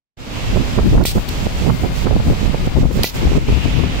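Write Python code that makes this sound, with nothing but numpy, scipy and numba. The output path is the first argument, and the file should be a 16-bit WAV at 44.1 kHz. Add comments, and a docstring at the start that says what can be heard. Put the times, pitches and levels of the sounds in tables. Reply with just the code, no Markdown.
"""A workshop, with a phone held close to a labelling machine that hums and hisses. An air valve clacks
and vents as a tube is gripped; a feed motor whines, the label rustles on, and the valve lets go.
A draught buffets the phone's two microphone ports throughout. The recorder fades in, and its limiter
ducks each channel after the strong gusts."""
import sys
import numpy as np
from scipy import signal
from scipy.fft import rfft, irfft
from scipy.io import wavfile
from scipy.ndimage import uniform_filter1d, minimum_filter1d
from numba import njit

SR = 44100
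rng = np.random.default_rng(int(sys.argv[2]) if len(sys.argv) > 2 else 0)


def bounce(signal):
    """Save signal as a 16-bit WAV file at the path given by the first command-line argument."""
    frames = np.transpose(np.atleast_2d(signal))
    limited = np.clip(frames, -1, 1)
    pcm = np.round(limited * 32767).astype(np.int16)
    wavfile.write(sys.argv[1], SR, pcm)


N = 176400


def spool_clicks(decay_s=.0012):
    """The valve spool shifts with tiny, bright clicks."""
    # Spool clicks: start_s, level_db, hold_s
    clicks = [(1.0372, -20, 0.0037), (1.2876, -24, 0.005), (3.0332, -7.5, 0.0036)]
    # Click spectrum: frequency_hz, density_db
    spectrum = [(200, -10), (1500, -2), (3000, 4), (4400, 6.5), (6500, -6), (9000, -7), (13800, -2),
                (16000, -1)]
    envelope = sum(undb(db) * burst(at, hold, decay_s) for at, db, hold in clicks)
    return unit(colour(noise(), spectrum)) * envelope


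def piston_knocks(crack_db=-3.5, crack_s=.003, detune=.013):
    """The piston knocks home with a crack and sets the cylinder and bracket ringing."""
    # Piston impacts: start_s, level_db
    knocks = [(1.053, -2), (3.0426, 5.5)]
    # Cylinder and bracket modes: pitch_hz, level_db, t60_s
    modes = [(430, 11, 0.0051), (764, 3.5, 0.0064), (1400, -18, 0.053), (1983, -9, 0.081),
             (2386, 1.5, 0.013), (2650, -16, 0.019), (3200, -20, 0.05), (3900, -13, 0.026),
             (4460, -21, 0.046)]
    # Crack spectrum: frequency_hz, density_db
    spectrum = [(100, -30), (2500, -8), (6000, -40), (16000, 14)]
    crack = undb(crack_db) * unit(colour(noise(), spectrum))
    out = np.zeros((2, N))
    for at, db in knocks:
        age = np.maximum(times() - at, 0)
        ring = np.zeros((2, N))
        for hz, mode_db, t60 in modes:
            pitch = hz * (1 + detune * rng.standard_normal((2, 1)))
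            ring += undb(mode_db - 60 * age / t60) * np.sin(2 * np.pi * pitch * age)
        out += undb(db) * (.5 * ring + crack * burst(at, 0, crack_s))
    return out


def air_vents(decay_s=.055, close_s=.008, outlet_width_hz=1300, sputter_db=-1):
    """Air sputters through a resonant outlet, fading until the cylinder is empty."""
    # Air releases: start_s, level_db, time_to_empty_s, outlet_hz, outlet_boost_db
    vents = [(1.055, -10.5, 0.064, 8370, 14), (3.047, -11.5, 0.052, 6600, 3)]
    # Jet spectrum: frequency_hz, density_db
    spectrum = [(300, -13), (1600, -16), (2400, 1), (3400, 3.5), (4300, 6), (5400, 2), (6400, -3),
                (7800, -12), (9700, -12), (11300, -6), (13000, -1), (14200, -5), (15600, -3)]
    out = np.zeros((2, N))
    for at, db, empty, outlet_hz, outlet_db in vents:
        outlet = undb(outlet_db * np.exp(-((freqs() - outlet_hz) / outlet_width_hz) ** 2))
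        hiss = irfft(rfft(colour(noise(), spectrum)) * outlet, N)
        jet = unit(hiss * undb(sputter_db * walk(400)))
        out += undb(db) * jet * burst(at, 0, decay_s) * burst(at, empty, close_s)
    return out


def pneumatics(room_db=-16, room_t60_s=.32, right_bias_db=4.5):
    """Valve and cylinder sound to the right of the phone, and the workshop answers."""
    direct = spool_clicks() + piston_knocks() + air_vents()
    room = undb(room_db) * echoes(direct, room_t60_s / np.log(1000))
    return (direct + room) * undb([[-right_bias_db / 2], [right_bias_db / 2]])


def label_feed(motor_hz=2115, grain_db=1.8):
    """The feed motor whines while label and backing paper slide with a fine grain."""
    # Paper slides: centre_s, length_s, left_db, right_db
    rustles = [(1.166, 0.18, -41.5, -29), (1.784, 0.23, -41, -37), (1.985, .08, -46, -39),
               (2.277, 0.081, -43.5, -38), (2.745, 0.46, -52, -44.5), (2.948, 0.063, -58, -33.5),
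               (3.13, 0.12, -41, -31.5)]
    # Paper spectrum: frequency_hz, density_db
    spectrum = [(1000, -37), (4000, -3.5), (7500, 3), (9300, -6.5), (13000, -1.5), (15500, -2)]
    # Feed motor whine: time_s, level_db
    motor_level = [(1.55, -60), (1.7, -40), (1.95, -46), (2.1, -52)]
    paper = unit(colour(noise(), spectrum) * undb(grain_db * walk(300)))
    sliding = sum(undb([[left], [right]]) * swell(at, length) for at, length, left, right in rustles)
    turns = np.cumsum(1 + .0005 * walk(10)) * motor_hz / SR
    whine = np.sqrt(2) * np.sin(2 * np.pi * turns)
    return paper * sliding + whine * curve(motor_level)


def fan_rush(shared=.18, left_lag_s=.000403, treble_hz=5700):
    """The fans rush with a drifting treble; a share reaches both ports alike, the left one later."""
    # Running noise of the machine: frequency_hz, left_db_per_hz, right_db_per_hz
    spectrum = [(30, -50, -82), (106, -52, -50), (202, -55, -50), (322, -58, -54.5), (764, -61, -62.5),
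                (950, -62, -63.5), (1660, -67.5, -67.5), (2600, -68, -66), (3450, -69, -67.5),
                (4780, -71, -72.5), (5850, -80.5, -73), (7900, -85.5, -78), (9260, -87, -88),
                (13100, -90.5, -86), (16000, -89, -93)]
    # Gain of the hiss above treble_hz: time_s, left_db, right_db
    treble = [(0, -4.5, 1), (1.5, 1, 5.5), (3.2, -2, 0), (3.5, 1, 5), (3.85, -4, -4), (4, -3, 0.5)]
    delay = np.exp(-2j * np.pi * freqs() * np.array([[left_lag_s], [0]]))
    direct = irfft(rfft(rng.standard_normal(N)) * delay, N)
    left, right = np.sqrt(shared) * direct + np.sqrt(1 - shared) * noise()
    rush = np.array([colour(left, spectrum, 1), colour(right, spectrum, 2)]) * np.sqrt(SR / 2)
    body = irfft(rfft(rush) / (1 + (freqs() / treble_hz) ** 4), N)
    return body + (rush - body) * np.array([curve(treble, 1), curve(treble, 2)])


def housing(width_hz=1300):
    """The housing resonates in a band of noise, louder and shifting as the phone moves in."""
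    # Housing resonance: time_s, level_db, centre_hz
    track = [(0, -54, 2600), (.4, -35, 2620), (.75, -40, 2600), (1.5, -38.5, 2650), (2.2, -40.5, 2500),
             (3.05, -41, 2300), (3.24, -37.5, 2300), (3.55, -30, 2700), (3.8, -32.5, 2750), (4, -36, 2650)]
    at, _, centre_hz = np.array(track).T
    phase = 2 * np.pi * np.cumsum(np.interp(times(), at, centre_hz)) / SR
    shape = 1 / (1 + (2 * freqs() / width_hz) ** 2)
    band = sum(irfft(rfft(noise()) * shape, N) * wave(phase) for wave in (np.cos, np.sin))
    return unit(band) * curve(track)


def motor_hum(wander=.0084):
    """Motor and fan hum, wandering slightly in pitch and level."""
    # Hum partials: pitch_hz, level_db
    partials = [(128, -42), (256, -40), (512, -52)]
    phase_per_hz = 2 * np.pi * np.cumsum(1 + wander * walk(11.8)) / SR
    return np.sqrt(2) * sum(undb(db + 2 * walk(5.3)) * np.sin(hz * phase_per_hz) for hz, db in partials)


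def wind():
    """A draught rumbles and thuds on each microphone port, and its gusts add spiky eddies."""
    # Steady draught: time_s, left_db, right_db
    draught_level = [(.29, -44, -26), (.5, -18, -18.5), (.7, -25, -19), (.87, -14, -10), (1.0, -11.5, -7.5),
                     (1.3, -20, -23), (1.7, -21.5, -15.5), (2.1, -21, -12.5), (2.5, -24, -12),
                     (2.85, -9, -22.5), (3.1, -20.5, -28), (3.3, -13, -14.5), (3.8, -9.5, -28.5),
                     (4, -24.5, -16)]
    # Gusts: centre_s, length_s, level_db, port
    gusts = [(0.54, 0.029, -13.5, "R"), (0.573, 0.027, -4.5, "R"), (0.604, 0.02, -9.5, "R"),
             (0.72, 0.049, -16, "R"), (0.791, 0.018, 2, "R"), (0.952, 0.026, -11, "R"),
             (1.022, 0.039, -13.5, "R"), (1.158, 0.0064, -0.5, "R"), (1.181, 0.021, 1, "R"),
             (1.432, 0.026, -14.5, "R"), (1.467, 0.011, -3.5, "R"), (1.47, 0.011, -13, "L"),
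             (1.625, 0.018, -9.5, "R"), (1.676, 0.065, -8.5, "R"), (1.701, 0.012, 2, "R"),
             (1.852, 0.059, -6, "R"), (1.91, 0.019, -10.5, "R"), (2.04, 0.0084, -8.5, "R"),
             (2.069, 0.016, 3, "R"), (2.105, 0.047, -7.5, "R"), (2.16, 0.0098, -8, "R"),
             (2.201, 0.0099, -1.5, "R"), (2.3, 0.028, -7.5, "L"), (2.275, 0.045, -10.5, "R"),
             (2.324, 0.023, -4.5, "R"), (2.44, 0.072, -13, "R"), (2.543, 0.02, -7, "R"),
             (2.68, 0.016, -4, "R"), (2.775, 0.03, -4, "L"), (2.79, 0.044, -12.5, "R"),
             (2.825, 0.033, -12.5, "L"), (2.845, 0.032, -7.5, "R"), (2.91, 0.037, -10, "L"),
             (2.98, 0.078, -9, "R"), (3.232, 0.023, -9.5, "L"), (3.28, 0.028, -16, "R"),
             (3.316, 0.014, -10, "L"), (3.362, 0.055, -10, "L"), (3.38, 0.018, -7.5, "R"),
             (3.5, 0.026, -4.5, "R"), (3.525, 0.011, -3.5, "R"), (3.49, 0.14, -21, "L"),
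             (3.658, 0.01, -7.5, "L"), (3.797, 0.012, -7, "L"), (3.84, 0.011, -5.5, "L")]
    # Big slow eddies that thud: centre_s, length_s, level_db, port
    thuds = [(0.6, 0.047, -8.5, "R"), (0.868, 0.038, -3, "L"), (1.005, 0.031, -13.5, "L"),
             (1.709, 0.11, -6, "R"), (2.162, 0.018, -8, "L"), (2.294, 0.048, -9, "L"),
             (2.271, .05, -13.5, "R"), (3.495, 0.038, -14.5, "R"), (3.618, 0.019, -17, "L"),
             (3.802, 0.1, -8, "L")]
    # Spectra of the rumble, eddies and thuds: frequency_hz, density_db
    rumble_spectrum = [(8, -22.5), (25, 4.5), (50, 5.5), (90, -1.5), (160, -5.5), (300, -19.5),
                       (600, -32.5), (1500, -59)]
    eddy_spectrum = [(15, -8), (50, 3), (120, 1), (250, -2.5), (500, -10), (1000, -15), (2500, -25),
                     (8000, -60)]
    thud_spectrum = [(15, -14), (55, 3), (130, 3.5), (280, -5.5), (500, -22.5), (1200, -54.5)]
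    flutter_db, flutter_spread_db = -12.5, 7.5  # weak puffs, relative to the draught
    flicker_db, surge_db = 2.5, 2
    unit_force_corner_hz, spikiness = 870, .31
    rumble = unit(colour(noise(), rumble_spectrum))
    eddies = unit(colour(noise(), eddy_spectrum))
    eddies = unit(eddies + spikiness * (eddies ** 2 - 1))  # pressure grows with air speed squared
    heave = unit(colour(noise(), thud_spectrum))
    out = np.zeros((2, N))
    for k, port in enumerate("LR"):
        draught, puffs = curve(draught_level, k + 1), walk(9.9)
        flutter = draught * undb(flutter_db + flutter_spread_db * puffs)
        force = (flutter + port_swells(gusts, port)) * undb(flicker_db * walk(91))
        # Stronger gusts shed smaller eddies and sound brighter.
        corner_hz = np.clip(unit_force_corner_hz * force ** .67, 20, SR / 10)
        out[k] += force * lowpass(eddies[k], corner_hz)
        out[k] += rumble[k] * draught * undb(surge_db * puffs)
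        out[k] += heave[k] * port_swells(thuds, port)
    return out


def echoes(x, decay_s):
    """Dense reflections die away with this time constant, different on each side."""
    tail = unit(noise() * burst(0, 0, decay_s)) / np.sqrt(N)
    return signal.fftconvolve(x, tail, axes=1)[:, :N]


def limiter(x, limit_db=-1.5, attack_s=.0037, hold_s=.087, release_s=.008):
    """The recorder turns down just ahead of each peak, holds, then recovers."""
    log_gain = np.minimum(0, np.log(undb(limit_db) / (np.abs(x) + 1e-9)))
    attack, half_hold = int(attack_s * SR), int(hold_s * SR) // 2
    held = minimum_filter1d(log_gain, 2 * half_hold + 1, origin=half_hold)
    ahead = minimum_filter1d(held, 2 * attack + 1)
    pole = np.exp(-1 / (release_s * SR))
    recovery = signal.lfilter([1 - pole], [1, -pole], ahead)
    return x * np.exp(uniform_filter1d(np.minimum(ahead, recovery), attack))


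def undb(db):
    """Decibels to gain."""
    return 10 ** (np.asarray(db) / 20)


def unit(x):
    """Scale to rms 1."""
    return x / np.sqrt(np.mean(x ** 2))


def times():
    """Time of each sample."""
    return np.arange(N) / SR


def freqs():
    """Frequency of each spectral bin."""
    return np.maximum(np.arange(N // 2 + 1) * SR / N, 1)


def curve(rows, column=1):
    """One dB column of a table as a gain over time."""
    rows = np.array(rows)
    return undb(np.interp(times(), rows[:, 0], rows[:, column]))


def colour(x, rows, column=1):
    """Filter by a table of frequency_hz, gain_db points."""
    rows = np.array(rows)
    gain_db = np.interp(np.log(freqs()), np.log(rows[:, 0]), rows[:, column])
    return irfft(rfft(x) * undb(gain_db), N)


def noise():
    """Unrelated white noise for left and right."""
    return rng.standard_normal((2, N))


def walk(hz):
    """Random drift of rms 1, moving up to about hz times a second."""
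    return unit(irfft(rfft(rng.standard_normal(N)) * np.exp(-(freqs() / hz) ** 2), N))


def swell(at, length):
    """Bell-shaped rise and fall, length wide at half height."""
    return .5 ** ((2 * (times() - at) / length) ** 2)


def port_swells(rows, port):
    """Sum of the swells that land on one microphone port."""
    return sum(undb(db) * swell(at, length) for at, length, db, side in rows if side == port)


def burst(at, hold, decay):
    """Sudden start, hold, exponential fall."""
    age = times() - at
    return (age >= 0) * np.exp(-np.maximum(age - hold, 0) / decay)


@njit
def lowpass(x, hz):
    """Two-pole low-pass with a moving corner."""
    y, band_state, low_state = np.empty(len(x)), 0., 0.
    for i in range(len(x)):
        g = np.tan(np.pi * hz[i] / SR)
        band = (band_state + g * (x[i] - low_state)) / (1 + g * (g + 1.4))
        y[i] = low_state + g * band
        band_state, low_state = 2 * band - band_state, 2 * y[i] - low_state
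    return y


def scene():
    """Valve and label feed over the running machine, with the draught on the microphone."""
    machine = (fan_rush() + housing()) * undb(.5 * walk(1.3)) + motor_hum()
    return machine + pneumatics() + label_feed() + wind()


def record(dry):
    """The microphone rounds big peaks; the recorder fades in, limits each channel and cuts the top."""
    # Recorder fade-in: time_s, gain_db
    fade_in = [(.164, -74), (.172, -18.5), (.2, -8.5), (.26, -6), (.36, 0)]
    overload_db, top_hz = 9, 15700
    ceiling = undb(overload_db)
    picked_up = ceiling * np.tanh(dry / ceiling) * curve(fade_in)
    limited = np.array([limiter(channel) for channel in picked_up])
    return signal.sosfilt(signal.ellip(10, .2, 80, top_hz, fs=SR, output="sos"), limited)


dry = scene()
out = record(dry)
bounce(out)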